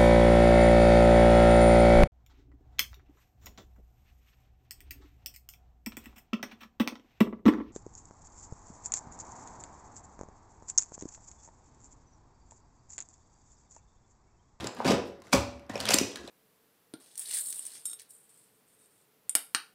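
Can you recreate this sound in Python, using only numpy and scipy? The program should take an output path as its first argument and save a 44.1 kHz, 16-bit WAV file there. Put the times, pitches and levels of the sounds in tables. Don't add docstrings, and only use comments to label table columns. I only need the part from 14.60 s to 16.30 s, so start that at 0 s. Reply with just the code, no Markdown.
import sys
import numpy as np
from scipy import signal
from scipy.fft import rfft, irfft
from scipy.io import wavfile

SR = 44100
rng = np.random.default_rng(int(sys.argv[2]) if len(sys.argv) > 2 else 0)


def file_out(sig):
    cols = np.atleast_2d(sig).T
    lim = np.clip(cols, -1, 1)
    pcm = np.round(lim * 32767).astype(np.int16)
    wavfile.write(sys.argv[1], SR, pcm)


def invert_db(x):
    u = np.asarray(x, float) / 20
    return 10 ** u


N = 74970

# f/Hz, level/dB (per Hz)
HUM_SPECTRUM = [(18, -21), (70, 13), (221, 13), (374, 12), (1250, 5.5), (1720, 1), (7270, -29),
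                (13700, -15), (16000, -59)]
# f/Hz, T60/s, level/dB
WALL_DECAY = [(78.5, 0.65, -2.5), (150, 0.54, -25.5), (410, 0.6, -5.5), (1020, 0.37, -5),
              (2740, 0.47, -10.5), (7000, 0.43, -13.5), (11500, 0.24, -22), (15500, .32, -16)]
# t/s, peak
# level/dB, f/Hz, T60/s
BOOMS = [(.32, -33.5, 130, 0.37), (0.27, -24, 190, 0.37), (.312, -33, 400, 0.45), (.3, -30, 212, .4),
         (.33, -36, 500, .5), (.4, -42, 560, .7), (.7415, -17.5, 545, 0.13), (0.748, -28, 68, 0.35),
         (.745, -32, 80, 0.53), (.745, -29, 108, 0.43), (.742, -29.5, 570, 0.68), (0, -39.5, 80, .2),
         (0, -42, 116, 0.28), (0.044, -41.5, 118, .2), (1.105, -45.5, 104, .4), (0.9, -47.5, 71, 0.55),
         (1.2, -46, 80, .5), (1.25, -45, 111, .4), (1.31, -42, 101, .3), (1.365, -40.5, 85, 0.33),
         (1.44, -48, 110, 0.36), (1.58, -52, 70, 0.5), (.178, -37, 240, .4), (.735, -25, 400, .2),
         (.735, -27, 1100, .12), (.8, -36, 250, .6), (1.35, -33, 545, .35), (1.6, -46, 350, .6),
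         (.01, -42, 330, .4), (.252, -32, 1500, .1), (.44, -43, 350, .6)]
# f/Hz, level/dB, T60/s
COUNTER_MODES = [(158, -19.5, 0.1), (218.5, -12.5, 0.64), (262, -13, .55), (310, -18, .4), (356, -17, .6),
                 (415, -14, 0.25), (500, -21, 0.4), (570, -19, .35), (690, -24, 0.27), (810, -27, 0.47),
                 (868, -29, 0.24), (1100, -31, 0.05), (1262, -22, 0.089), (1500, -24, 0.034)]
# f/Hz, bandwidth/Hz, level/dB
CASE_MODES = [(2500, 120, -1.5), (4670, 94, -7.5), (5870, 240, -9.5), (7220, 130, -5), (7900, 34, 0),
              (13600, 230, -15)]
# start t/s, length/s, level/dB, brightness f/Hz, relative counter drive/dB
RATTLES = [(-.02, 0.088, -46, 2500, 14), (0.158, 0.091, -56.5, 1800, 20.5), (0.245, 0.017, -32, 2500, 13.5),
           (0.273, 0.046, -27.5, 2500, 9.5), (0.449, 0.028, -54.5, 9000, -11.5),
           (0.635, 0.09, -56, 4000, 4), (0.724, 0.0028, -29, 4870, -2), (0.727, 0.0047, -21.5, 3500, 6),
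           (.74, .07, -44, 7000, 0), (1.093, 0.009, -48.5, 3000, 16), (1.131, 0.103, -55, 2780, 20),
           (1.193, 0.0097, -42.5, 3670, 5.5), (1.214, 0.093, -45.5, 2500, 7),
           (1.3, 0.022, -19.5, 5000, -6.5), (1.266, 0.064, -23, 1500, -16), (1.325, 0.096, -31, 5560, -9),
           (1.475, 0.21, -52.5, 3580, 6)]
# t/s, peak level/dB, pitch f/Hz, relative counter ring/dB
THUDS = [(.03, -33, 219, 0), (.044, -28, 404, -6), (.084, -35, 512, -2), (.171, -37, 900, 0),
         (.18, -38, 240, 5), (0.2026, -19.5, 880, -28), (.2035, -27.5, 483, -22), (.251, -20, 390, 5.5),
         (.258, -20, 244, 13), (.297, -14.5, 227, -15), (0.308, -12, 428, -6), (.319, -19, 480, -21),
         (.333, -17.5, 245, 5.5), (0.731, -12, 1124, -7), (.7335, -20, 720, -17), (.746, -22, 700, -15),
         (0.7378, -12.5, 250, -31), (.779, -23.5, 220, -16), (1.096, -30.5, 600, -8),
         (1.098, -29.5, 250, -1), (1.139, -30.5, 600, 2), (1.156, -21, 530, -12), (1.294, -20.5, 488, -29),
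         (1.309, -17, 655, -4), (1.343, -17, 292, -4.5), (1.412, -19, 263, -21), (1.4124, -23, 383, -20),
         (1.614, -40, 415, 3), (1.641, -39, 256, 5), (1.679, -35, 540, -15)]
# t/s, peak level/dB, main mode f/Hz, weaker second mode f/Hz, relative
# crack/dB
TICKS = [(.0064, -29, 3520, 2800, -5), (0.0426, -31, 3600, 6140, 5), (0.0696, -23.5, 7100, 2720, -23),
         (0.07, -25, 4860, 4300, -23), (.148, -44, 9300, 11500, 5), (.187, -46, 4530, 7000, 4),
         (0.2513, -27, 2500, 7000, -10), (0.261, -41, 2920, 8650, 9), (.279, -26, 4950, 7930, -4),
         (0.285, -18.5, 4930, 7500, -19), (0.3066, -15.5, 5450, 3700, -28),
         (.601, -57, 5000, 7500, 2), (0.6194, -45, 1050, 6130, 8), (.6374, -54, 3810, 6430, -4),
         (0.6686, -48.5, 2050, 5800, 4), (.681, -50, 1500, 3000, 2), (0.719, -46, 2680, 6740, 14),
         (0.7296, -11.5, 2304, 4160, -1), (0.7332, -14.5, 4870, 7200, 1.5),
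         (0.7349, -17.5, 7300, 14500, 6.5), (.7365, -19, 14600, 12500, -12),
         (0.7377, -12.5, 5800, 2500, -18), (0.995, -46.5, 2520, 4930, 1),
         (1.0645, -59, 5370, 8100, 3),
         (1.0964, -35.5, 1950, 5000, 2.5), (1.1028, -35, 1840, 3900, -14),
               (1.154, -29, 2500, 7600, -23), (1.156, -26, 5400, 3120, -24), (1.1768, -32, 2760, 6440, 0),
               (1.2023, -24, 3600, 4700, 9.5), (1.2093, -27.5, 4800, 5900, 5), (1.254, -27, 3400, 8100, 15),
               (1.265, -24, 3320, 8800, -1), (1.2805, -31, 2700, 5500, 0), (1.2866, -15, 4870, 2500, -4),
               (1.2889, -19.5, 9000, 4900, 11.5), (1.3059, -19, 2500, 5950, 13),
               (1.311, -22, 6300, 3500, 6), (1.3185, -22.5, 2850, 7300, 11), (1.332, -24, 14600, 4000, 4),
               (1.3366, -14, 4600, 3940, 5), (1.3384, -13, 5000, 4240, -2), (1.3419, -10, 12900, 9400, -9),
               (1.3407, -3.5, 7390, 8150, 0.5), (1.3851, -8.5, 5660, 2760, -3.5),
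               (1.517, -38, 3250, 8000, 0), (1.5575, -28, 4250, 8300, 5), (1.56, -35, 1710, 5550, -6),
               (1.5709, -38.5, 1660, 7900, 8), (1.6757, -34, 3770, 7200, -0.5), (1.684, -44, 2620, 1800, 1)]

HUM_DB = -59
ROOM_GAP_S = 0.0011
TICK_WET_DB, THUD_WET_DB, RATTLE_WET_DB = 0.5, -1.5, 0.3
BOOM_RISE_S, BOOM_WOBBLE_DB, BOOM_WOBBLE_S = 0.0022, 4, 0.018
COUNTER_DAMP = 0.25
RATTLE_PER_S, RATTLE_SCATTER_DB = 9000, 2.5
RATTLE_EDGE_S, RATTLE_SWELL, RATTLE_FADE_S = 0.00068, 0.11, 0.027
THUD_CYCLES, THUD_TRIM_DB = 2.24, 7.5
TICK_WIDTH, TICK_SECOND_DB, TICK_RISE_S, TICK_TRIM_DB = 0.09, -10, 0.00039, 8
CRACK_DB, CRACK_S, CRACK_HZ = -13, 0.0022, 3400
MIC_LOW_HZ, MIC_ROLL_HZ, TOP_HZ, LIMIT = 51.6, 9000, 15700, 1


def level(x, db):
    return x * invert_db(db) / np.sqrt(np.mean(x ** 2))


def band(x, hz, width):
    return signal.lfilter(*signal.iirpeak(min(hz, .45 * SR), hz / max(width, 5), fs=SR), x)


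def along(table, hz, axis):
    table = np.array(table)
    return np.interp(np.log(hz), np.log(table[:, 0]), table[:, axis])


def decay(t, t60):
    return np.exp(-np.log(1000) * t / t60)


def ring(hz, t60, size):
    t = np.arange(size) / SR
    return np.sin(2 * np.pi * hz * t) * decay(t, t60)


def add(out, s, sound):
    i = max(int(s * SR), 0)
    out[i:i + len(sound)] += sound[:N - i]


def hum():
    hz = np.maximum(np.fft.rfftfreq(N, 1 / SR), 1)
    spectrum = rfft(rng.standard_normal(N)) * invert_db(along(HUM_SPECTRUM, hz, axis=1))
    return level(irfft(spectrum, N), HUM_DB)


def room(x):
    t = np.arange(int(.7 * SR)) / SR
    tail = 0
    for hz in 60 * 2 ** np.arange(0, 8.1, .5):
        fade = decay(t, along(WALL_DECAY, hz, axis=1))
        noise = rng.standard_normal(len(t))
        noise = band(band(noise, hz, hz / 2), hz, hz / 2)
        gain = 1.864 * invert_db(along(WALL_DECAY, hz, axis=2)) / np.sqrt(np.sum(fade ** 2))
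        tail = tail + gain * noise * fade
    onset = np.clip(t / ROOM_GAP_S - .5, 0, 1)
    return signal.fftconvolve(x, tail * onset)[:N]


def booms():
    out, t = np.zeros(N), np.arange(SR // 2) / SR
    rise = 1 - np.exp(-t / BOOM_RISE_S)
    for s, db, hz, t60 in BOOMS:
        wobble = np.interp(t, np.arange(64) * BOOM_WOBBLE_S, np.tanh(rng.standard_normal(64)))
        wobble = wobble * np.minimum(t / BOOM_WOBBLE_S / 2, 1)
        add(out, s, invert_db(db + BOOM_WOBBLE_DB * wobble) * ring(hz, t60, len(t)) * rise)
    return out


def counter(force):
    body = 0
    for hz, db, t60 in COUNTER_MODES:
        body = body + invert_db(db) * ring(hz, min(t60, .7) * COUNTER_DAMP, SR // 2)
    return signal.fftconvolve(force, body)[:N]


def contact_grit():
    t, chance = np.arange(N) / SR, rng.random((3, N))
    struck = chance[0] < RATTLE_PER_S / SR
    sign = np.sign(chance[1] - .5)
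    strength = invert_db(-RATTLE_SCATTER_DB * np.log(chance[2] + .02))
    clumps_db = 3 * np.interp(t, np.arange(600) * .003, rng.standard_normal(600))
    return level(struck * sign * strength * invert_db(clumps_db), 0)


def rattles():
    t, grit = np.arange(N) / SR, contact_grit()
    out, force = np.zeros(N), np.zeros(N)
    for s, length, db, hz, drive_db in RATTLES:
        swell = np.clip((t - s) / (RATTLE_EDGE_S + RATTLE_SWELL * length), 0, 1)
        fade = np.exp(-np.maximum(t - s - length, 0) / RATTLE_FADE_S)
        contacts = grit * swell * fade * invert_db(db)
        out += band(band(contacts, hz, 2.2 * hz), hz, 2.2 * hz)
        force += contacts * invert_db(drive_db)
    cases = sum(invert_db(db) * band(out, hz, width) for hz, width, db in CASE_MODES)
    hollow = band(force, 610, 760)
    return 0.5 * out + 1.22 * cases + 1.14 * hollow + 0.029 * counter(force)


def thuds():
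    out, force, t = np.zeros(N), np.zeros(N), np.arange(4096) / SR
    for s, db, hz, ring_db in THUDS:
        rise = 1 - np.exp(-(t * hz / 0.44) ** 2)
        knock = ring(hz, 3 * THUD_CYCLES / hz, len(t)) * rise
        add(out, s, invert_db(db + THUD_TRIM_DB) * band(knock, hz, 4.7 * hz))
        push = np.hanning(int(SR / hz / 2) + 3)
        add(force, s, invert_db(db + ring_db) * push / push.sum() / 3)
    return out + counter(force)


def ticks():
    out, t = np.zeros(N), np.arange(2048) / SR
    envelope = np.exp(-t / CRACK_S) * (1 - np.exp(-(t / TICK_RISE_S) ** 2))
    for s, db, main_hz, second_hz, crack_db in TICKS:
        burst = rng.standard_normal(len(t)) * envelope
        low = band(burst, main_hz, TICK_WIDTH * main_hz)
        high = band(burst, second_hz, TICK_WIDTH * second_hz)
        modes = low / np.abs(low).max() + invert_db(TICK_SECOND_DB) * high / np.abs(high).max()
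        crack = invert_db(CRACK_DB + crack_db) * band(burst, CRACK_HZ, 2 * CRACK_HZ)
        add(out, s, invert_db(db + TICK_TRIM_DB) * (0.29 * modes + crack))
    return out


def scene():
    contacts = np.array([ticks(), thuds(), rattles()])
    contacts = signal.sosfilt(signal.butter(2, 105, "high", fs=SR, output="sos"), contacts)
    wet_dbs = (TICK_WET_DB, THUD_WET_DB, RATTLE_WET_DB)
    wet = sum(invert_db(db) * room(x) for x, db in zip(contacts, wet_dbs))
    return (contacts.sum(axis=0) + wet + booms() + hum())[None]


def low_pass(x):
    return signal.sosfilt(signal.butter(12, 16690, fs=SR, output="sos"), x)


def record(dry):
    x = signal.sosfilt(signal.butter(3, MIC_LOW_HZ, "high", fs=SR, output="sos"), dry)
    x = signal.sosfilt(signal.butter(1, MIC_ROLL_HZ, fs=SR, output="sos"), x)
    x = signal.sosfilt(signal.ellip(8, .2, 40, TOP_HZ, fs=SR, output="sos"), x)
    mix = LIMIT * np.tanh(x / LIMIT)
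    return low_pass(mix)


dry = scene()
out = record(dry)
file_out(out)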